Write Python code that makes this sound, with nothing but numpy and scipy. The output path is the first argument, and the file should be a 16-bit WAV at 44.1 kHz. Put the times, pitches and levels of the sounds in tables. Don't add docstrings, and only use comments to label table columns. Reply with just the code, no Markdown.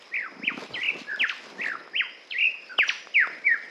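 import sys
import numpy as np
from scipy import signal
from scipy.io import wavfile
from scipy.ndimage import uniform_filter1d

SR = 44100
rng = np.random.default_rng(int(sys.argv[2]) if len(sys.argv) > 2 else 0)


def persist_wave(psi):
    counts = np.round(np.clip(psi, -1, 1) * 32767).astype(np.int16)
    wavfile.write(sys.argv[1], SR, np.atleast_2d(counts).T)


N = 163170


def amp(db):
    return 10 ** (np.asarray(db) / 20)


def evened(x):
    return x / np.sqrt(np.mean(x ** 2) + 1e-20)


def read(points, hz):
    f, value = np.transpose(points)
    return np.interp(np.log(hz + 1), np.log(f + 1), value)


def add(mix, start_s, sound):
    part = mix[round(start_s * SR):][:len(sound)]
    part += sound[:len(part)]


def noise(shape_db, patchy_db, flicker_db):
    frames, hz = N // 128 + 9, np.fft.rfftfreq(512, 1 / SR)
    real, imaginary, patches = rng.standard_normal((frames, 257, 3)).T
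    patches = uniform_filter1d(patches, size=8, axis=0)
    patches = evened(uniform_filter1d(patches, size=16, axis=1))
    flicker = evened(uniform_filter1d(rng.standard_normal(frames), size=3))
    level_db = shape_db(hz)[:, None] + patchy_db * patches + flicker_db * flicker
    spectra = (real + 1j * imaginary) * amp(level_db)
    return evened(signal.istft(spectra, nperseg=512, noverlap=384)[1][:N])


def whistle(curve, crest_s=0, rate_hz=0, crest_db=0, point=0, lean=0):
    octave_db, octave_db_per_hz_per_ms = -42.5, -0.06
    flutter_db, flutter_hz, flutter_onset_s = 2.5, 120.1, 0.054
    rows = np.transpose(curve)
    t = np.arange(rows[0][0], rows[0][-1], 1 / SR)
    since_start = t - t[0]

    beat = 2 * np.pi * rate_hz * (t - crest_s)
    leaning = beat + lean * (1 - np.cos(beat))
    pointed = 1 - 2 * abs(np.sin(leaning / 2))
    rock = (1 - point) * np.cos(leaning) + point * pointed
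    hz = np.interp(t, rows[0], rows[1])
    if rate_hz:
        hz = hz + np.interp(t, rows[0], rows[3]) * rock
    turn = 2 * np.pi * np.cumsum(uniform_filter1d(hz, size=40)) / SR

    ratios, phases = np.geomspace(.3, 1.5, 8), rng.random(8)
    flutter = evened(sum(np.sin(2 * np.pi * (flutter_hz * k * t + p)) for k, p in zip(ratios, phases)))
    flutter_growth = np.minimum(since_start / flutter_onset_s, 1)
    sway_db = crest_db * np.clip(beat / (4 * np.pi), 0, 1) * np.cos(beat)
    level = amp(np.interp(t, rows[0], rows[2]) + sway_db + flutter_db * flutter_growth * flutter)

    glide_hz_per_ms = abs(np.gradient(hz)) * SR / 1000
    octave = amp(octave_db + octave_db_per_hz_per_ms * glide_hz_per_ms) * np.sin(2 * turn)
    ends = np.minimum(1, np.minimum(since_start, t[-1] - t) / 0.0012)
    return t[0], np.sqrt(2) * ends * level * (np.sin(turn) + octave)


def lyrebird():
    # (time [s], pitch [Hz], level [dB])
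    sweep_curves = [
        [(0.415, 1483, -54.5), (0.435, 2227, -35.5), (0.452, 2983, -30), (0.461, 3224, -47), (0.47, 3034, -27),
         (0.48, 2428, -18), (0.495, 1794, -34.5), (0.51, 1244, -37.5), (0.53, 850, -48)],
        [(1.191, 3413, -46), (1.198, 3227, -28.5), (1.21, 2722, -20.5), (1.225, 2290, -22.5),
         (1.245, 1698, -22), (1.255, 1387, -27.5), (1.261, 1300, -42)],
        [(1.275, 4960, -73), (1.283, 6160, -48), (1.288, 6604, -55), (1.292, 5100, -45.5), (1.295, 3550, -33),
         (1.297, 2734, -19.5), (1.3, 2110, -27), (1.306, 1576, -30.5), (1.316, 1330, -42.5),
         (1.332, 1026, -39.5)],
        [(1.933, 1680, -44.5), (1.947, 1930, -34), (1.965, 2690, -23.5), (1.977, 3115, -26.5),
         (1.985, 3186, -29), (1.995, 2843, -20), (2.01, 1956, -22.1), (2.025, 1330, -38), (2.04, 1060, -49.5),
         (2.067, 940, -50.5)],
        [(2.779, 3466, -39), (2.786, 3052, -20), (2.8, 2523, -16), (2.82, 2016, -21.5), (2.836, 1620, -24.5),
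         (2.85, 1100, -48)],
        [(2.875, 5815, -44), (2.881, 5887, -37.5), (2.8855, 5700, -38), (2.8902, 3794, -29),
         (2.8915, 3264, -19.5), (2.894, 2670, -15), (2.898, 1993, -24), (2.903, 1733, -24), (2.906, 1473, -34),
         (2.918, 1090, -46), (2.935, 950, -49)],
        [(3.14, 3086, -38.5), (3.15, 2743, -23), (3.165, 2353, -16.5), (3.19, 2053, -18), (3.22, 1713, -20.5),
         (3.245, 1345, -29), (3.258, 1120, -47), (3.27, 934, -40)],
        [(3.437, 2107, -44.5), (3.452, 2285, -30.5), (3.467, 2335, -19.5), (3.48, 2114, -16.5),
         (3.49, 1963, -23), (3.51, 1851, -20.5), (3.535, 1834, -24.5), (3.54, 1795, -26), (3.545, 1640, -20.5),
         (3.552, 1600, -41), (3.558, 1380, -34.5), (3.565, 1320, -43.5)],
    ]
    # (time [s], centre pitch [Hz], level [dB], warble depth [Hz])
    warble_curves = [
        [(0.113, 1803, -51, 4), (0.133, 1926, -37, 3), (0.145, 2275, -26.5, 197), (0.163, 2332, -27, 391),
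         (0.19, 2124, -31.5, 220.5), (0.23, 1800, -37, 184.5), (0.27, 1293, -37, 91), (0.293, 1000, -57, 39)],
        [(0.7355, 4020, -40, 2), (0.7385, 4100, -39, 0), (0.7405, 3750, -55, -4), (0.7425, 3000, -29.5, -1),
         (0.749, 3200, -31.5, -3.5), (0.755, 2616, -30.5, 0), (0.762, 2130, -33.5, 3), (0.78, 1905, -32.5, -1),
         (0.805, 2010, -37, 20), (0.83, 2432, -27.5, 440.0), (0.86, 2546, -29, 358), (0.89, 2454, -25, 211),
         (0.905, 2393, -24, 164), (0.916, 2330, -43, 100)],
        [(1.068, 1663, -50, -3), (1.09, 1692, -35.5, 14), (1.105, 1690, -33.5, 121), (1.12, 1620, -31, 128),
         (1.15, 1600, -32.5, 103), (1.168, 1666, -46, 62), (1.179, 1670, -38, 40), (1.183, 1600, -54, 40)],
        [(1.58, 1736, -46, 1.1), (1.6, 1900, -33.5, 11), (1.608, 1970, -30, 17), (1.62, 2408, -30.5, 315),
         (1.64, 2358, -31, 490), (1.66, 2050, -30, 330), (1.7, 1858, -36.5, 248), (1.73, 1644, -33.5, 250),
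         (1.742, 1342, -41.5, 58), (1.757, 1360, -35, 46)],
        [(2.302, 3940, -50, -2), (2.306, 4470, -48, -3), (2.3105, 3660, -36, 8), (2.3125, 3020, -26.5, 1),
         (2.319, 3327, -43.5, -4), (2.324, 2640, -24.5, 0.5), (2.33, 2370, -37.5, 3.5),
         (2.35, 1858, -31.5, -6.5), (2.374, 2134, -29, 14), (2.379, 2440, -38.5, 95),
         (2.386, 2310, -26.5, 299.5), (2.4, 2533, -25, 311), (2.43, 2578, -20.5, 221), (2.46, 2617, -20.5, 139),
         (2.48, 2570, -22, 57.5), (2.5, 2624, -38, -1)],
        [(2.695, 1516, -42, -9.5), (2.705, 1570, -42.5, 64.5), (2.725, 1492, -37, 64), (2.745, 1383, -43, 37)],
    ]
    # (time of one crest [s], rate [warbles/s], level sway at later crests [dB],
    # pointedness of crests [up to 1, below 0 broad], lean to slow climb and quick drop [0-1])
    warble_beats = [(.1635, 54, -2.5, .9, .8), (.8125, 39.3, 2.5, -.2, 0), (1.1265, 62.5, -.8, 0, .7),
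                    (1.638, 54.5, -7.5, .95, .65), (2.3915, 41, 0, -.4, .15), (2.7308, 60, .3, .3, .2)]
    song = np.zeros(N)
    for curve in sweep_curves:
        add(song, *whistle(curve))
    for curve, beat in zip(warble_curves, warble_beats):
        add(song, *whistle(curve, *beat))
    return song


def bush(x):
    # (frequency [Hz], t60 [s])
    scatter_t60 = [(800, 0.29), (1500, 0.43), (2200, 0.64), (3200, 0.5), (4500, 0.45), (5800, 0.57),
                   (8000, 0.13)]
    # (frequency [Hz], level [dB])
    scatter_colour = [(800, 4), (1500, 5.5), (2500, -1), (3500, 8.5), (4500, 16.5), (6500, 10.5)]
    tail_db, rise_s = -3.5, 0.012
    early_db, early_t60_s = 17.5, 0.037
    echo_db, echo_s, smear_s = -16, 0.01, 0.0069

    hz, t, z = signal.stft(rng.standard_normal(SR), SR, nperseg=256)
    decay_db = 60 * t / read(scatter_t60, hz)[:, None]
    z = z * amp(read(scatter_colour, hz)[:, None] - decay_db)
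    tail = signal.istft(z, SR, nperseg=256)[1]
    t = np.arange(len(tail)) / SR
    tail = tail * (1 - np.exp(-t / rise_s)) * (1 + amp(early_db - 60 * t / early_t60_s))

    bell = np.exp(-.5 * ((t - echo_s - smear_s / 2) / (smear_s / 2)) ** 2)
    smear = rng.standard_normal(len(t)) * bell
    echo = signal.fftconvolve(x, smear / np.linalg.norm(smear))[:N]
    scatter = signal.fftconvolve(x, tail / np.linalg.norm(tail))[:N]
    return x + amp(echo_db) * echo + amp(tail_db) * scatter


def chirp(start_s, length_s, from_hz, top_hz, level_db, share):
    u = np.arange(0, 1, 1 / (length_s * SR))
    hz = from_hz + (top_hz - from_hz) * np.sin(np.pi * share * u)
    swell = np.sin(np.pi * u) ** .5
    return start_s, amp(level_db) * swell * np.sin(2 * np.pi * np.cumsum(hz) / SR)


def small_bird():
    # (start [s], length [s], from [Hz], top of the arch [Hz], level [dB], share of the arch covered [0-1])
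    chirp_rows = [(0.713, 0.056, 4400, 5100, -50, .45), (2.023, 0.032, 4800, 4820, -52.5, 0.5),
                  (2.09, 0.063, 4700, 4960, -56, 0.6), (2.668, 0.078, 4200, 4730, -51, 0.93),
                  (2.787, 0.055, 4400, 4780, -49.5, 0.77), (3.238, 0.069, 4900, 4990, -56.5, .5),
                  (3.335, 0.045, 4850, 5100, -54, .45)]
    calls = np.zeros(N)
    for row in chirp_rows:
        add(calls, *chirp(*row))
    return calls


def snaps():
    snap_rows = [(0.577, -26.5, -75), (0.639, -51, -57.5), (0.801, -45, -64), (1.161, -40, -58.5),
                 (1.222, -58, -56), (1.38, -45, -62), (1.433, -53, -68), (1.876, -30.5, -75),
                 (2.788, -12, -53.5), (2.881, -28.5, -56), (3.071, -29, -66), (3.273, -21, -60)]
    # (frequency [Hz], level [dB], t60 [s])
    body_modes = [(435, -7.5, 0.0066), (710, -5, 0.0073), (1148, -4.5, 0.0089), (1470, 1, 0.0048)]
    # (frequency [Hz], level [dB], t60 [s])
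    treble_modes = [(3550, 10, 0.0082), (4950, 18.5, 0.0033), (7340, 19, 0.0012), (10860, -8, 0.0049),
                    (12300, -16, .004)]
    body_lift_db, treble_lift_db, rise_s = 9, 21, 0.0015
    out, t = np.zeros(N), np.arange(1500) / SR

    def ring(modes):
        return sum((-1) ** k * amp(db - 60 * t / t60) * np.sin(2 * np.pi * hz * t)
                   for k, (hz, db, t60) in enumerate(modes))

    body, treble = ring(body_modes), ring(treble_modes)
    rise = 1 - np.exp(-t / rise_s)
    for start_s, body_db, treble_db in snap_rows:
        sound = amp(body_db + body_lift_db) * body + amp(treble_db + treble_lift_db) * treble
        add(out, start_s, rise * sound)
    return out


def knocks():
    # (time [s], level [dB])
    knock_rows = [(0.363, -37.5), (0.394, -32.5), (0.432, -29), (0.474, -33.5), (0.513, -31.5),
                  (0.539, -34), (0.572, -27), (1.011, -34)]
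    knock_hz, bell_s = 252.4, 0.0027
    out, t = np.zeros(N), np.arange(1500) / SR
    knock = np.exp(-.5 * ((t - .006) / bell_s) ** 2) * np.sin(2 * np.pi * knock_hz * t)
    for start_s, db in knock_rows:
        add(out, start_s, amp(db) * knock)
    return out


def rustle():
    rustle_rows = [(0.0, -73, -65, -73), (0.12, -79, -64.5, -104), (0.21, -77, -58.5, -110),
                   (0.28, -85, -57, -116), (0.35, -82.5, -48.5, -92), (0.55, -75.5, -52.5, -64),
                   (0.581, -65.5, -43, -66), (0.651, -68.5, -43, -79), (0.681, -75, -55, -72),
                   (0.72, -71, -42, -49), (0.78, -69, -42.5, -57), (0.83, -69, -55, -66),
                   (0.965, -73.5, -43, -75), (0.99, -64.5, -46.5, -86), (1.02, -67.5, -52, -95),
                   (1.06, -75, -54.5, -89), (1.15, -78, -51, -94), (1.209, -68, -46, -78),
                   (1.22, -66.5, -37.5, -61), (1.26, -75, -62, -89), (1.301, -70, -69, -95),
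                   (1.33, -70, -60.5, -96), (1.499, -69, -51, -98), (1.55, -74, -45, -89),
                   (1.68, -67.5, -42.5, -100), (1.71, -76, -50, -93), (1.81, -82, -52, -106),
                   (2.18, -84, -63.5, -115), (2.279, -78, -74.5, -103), (2.759, -80, -57.5, -100),
                   (2.9, -66, -61, -95), (3.05, -77.5, -62, -102), (3.3, -77, -51.5, -97),
                   (3.7, -78.5, -60, -102)]
    # (frequency [Hz], relative level [dB])
    crisp_colour = [(500, -11), (1000, 5), (2000, 4.5), (4000, 1.5), (6000, -5.5), (8000, -15.5),
                    (10500, -19), (14000, -44.5)]
    # (frequency [Hz], relative level [dB])
    dull_colour = [(30, -31.5), (80, -42.5), (130, -12.5), (250, 4.5), (450, 4), (800, -1.5), (1500, -7),
                   (3000, -47.5)]
    # (frequency [Hz], relative level [dB])
    rumble_colour = [(25, 20.5), (50, 8), (80, -3.5), (120, -13), (200, -37), (400, -67)]
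    crisp_lift_db, rumble_lift_db = 22, 17
    crackles_per_s, crackle_spread_db, crackle_db = 350, 4, -11
    t = np.arange(N) / SR
    s, crisp_db, dull_db, rumble_db = np.transpose(rustle_rows)

    strength = amp(crackle_spread_db * np.minimum(rng.exponential(1, N), 4))
    ticks = strength * (rng.random(N) < crackles_per_s / SR)
    grain = 1 + amp(crackle_db) * signal.lfilter([1], [1, -.985], ticks)
    crisp = evened(grain * noise(lambda f: read(crisp_colour, f), 2.0, 1.4))
    crisp = amp(np.interp(t, s, crisp_db) + crisp_lift_db) * crisp

    dull = amp(np.interp(t, s, dull_db)) * noise(lambda f: read(dull_colour, f), 0.76, 3.06)
    rumble_level = amp(np.interp(t, s, rumble_db) + rumble_lift_db)
    rumble = rumble_level * noise(lambda f: read(rumble_colour, f), 0.8, 3.1)
    return crisp + dull + rumble


def insects():
    centre_hz, width_hz, level_db = 5066, 520, -60.5

    def hump(f):
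        return -20 * np.log10(1 + (2 * (f - centre_hz) / width_hz) ** 2)

    return amp(level_db) * noise(hump, 2.7, 0.69)


def air():
    # (frequency [Hz], relative level [dB])
    air_colour = [(100, -38), (170, -11.5), (300, -2.5), (550, 5.5), (800, -2.5), (1500, -5.5), (2200, 3.5),
                  (3000, -9.5), (3600, -14), (5000, -34.5), (7000, -25.5), (8500, -43), (10500, -25.5),
                  (12000, -46.5), (14000, -55)]
    return amp(-55) * noise(lambda f: read(air_colour, f), 1.2, .6)


def scene():
    birds = bush(lyrebird()) + small_bird()
    handling = snaps() + knocks() + rustle()
    return (birds + handling + insects() + air())[None]


def record(dry):
    low_cut_hz, notch_hz, notch_width_hz, edge_hz = 141, 9110, 1200, 13900
    cut = signal.sosfilt(signal.butter(4, low_cut_hz, "high", fs=SR, output="sos"), dry)
    notched = signal.lfilter(*signal.iirnotch(notch_hz, notch_hz / notch_width_hz, SR), cut)
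    band_limit = signal.firwin(255, edge_hz, window=("kaiser", 9), fs=SR)
    return signal.oaconvolve(notched, band_limit[None], "same")


dry = scene()
out = record(dry)
persist_wave(out)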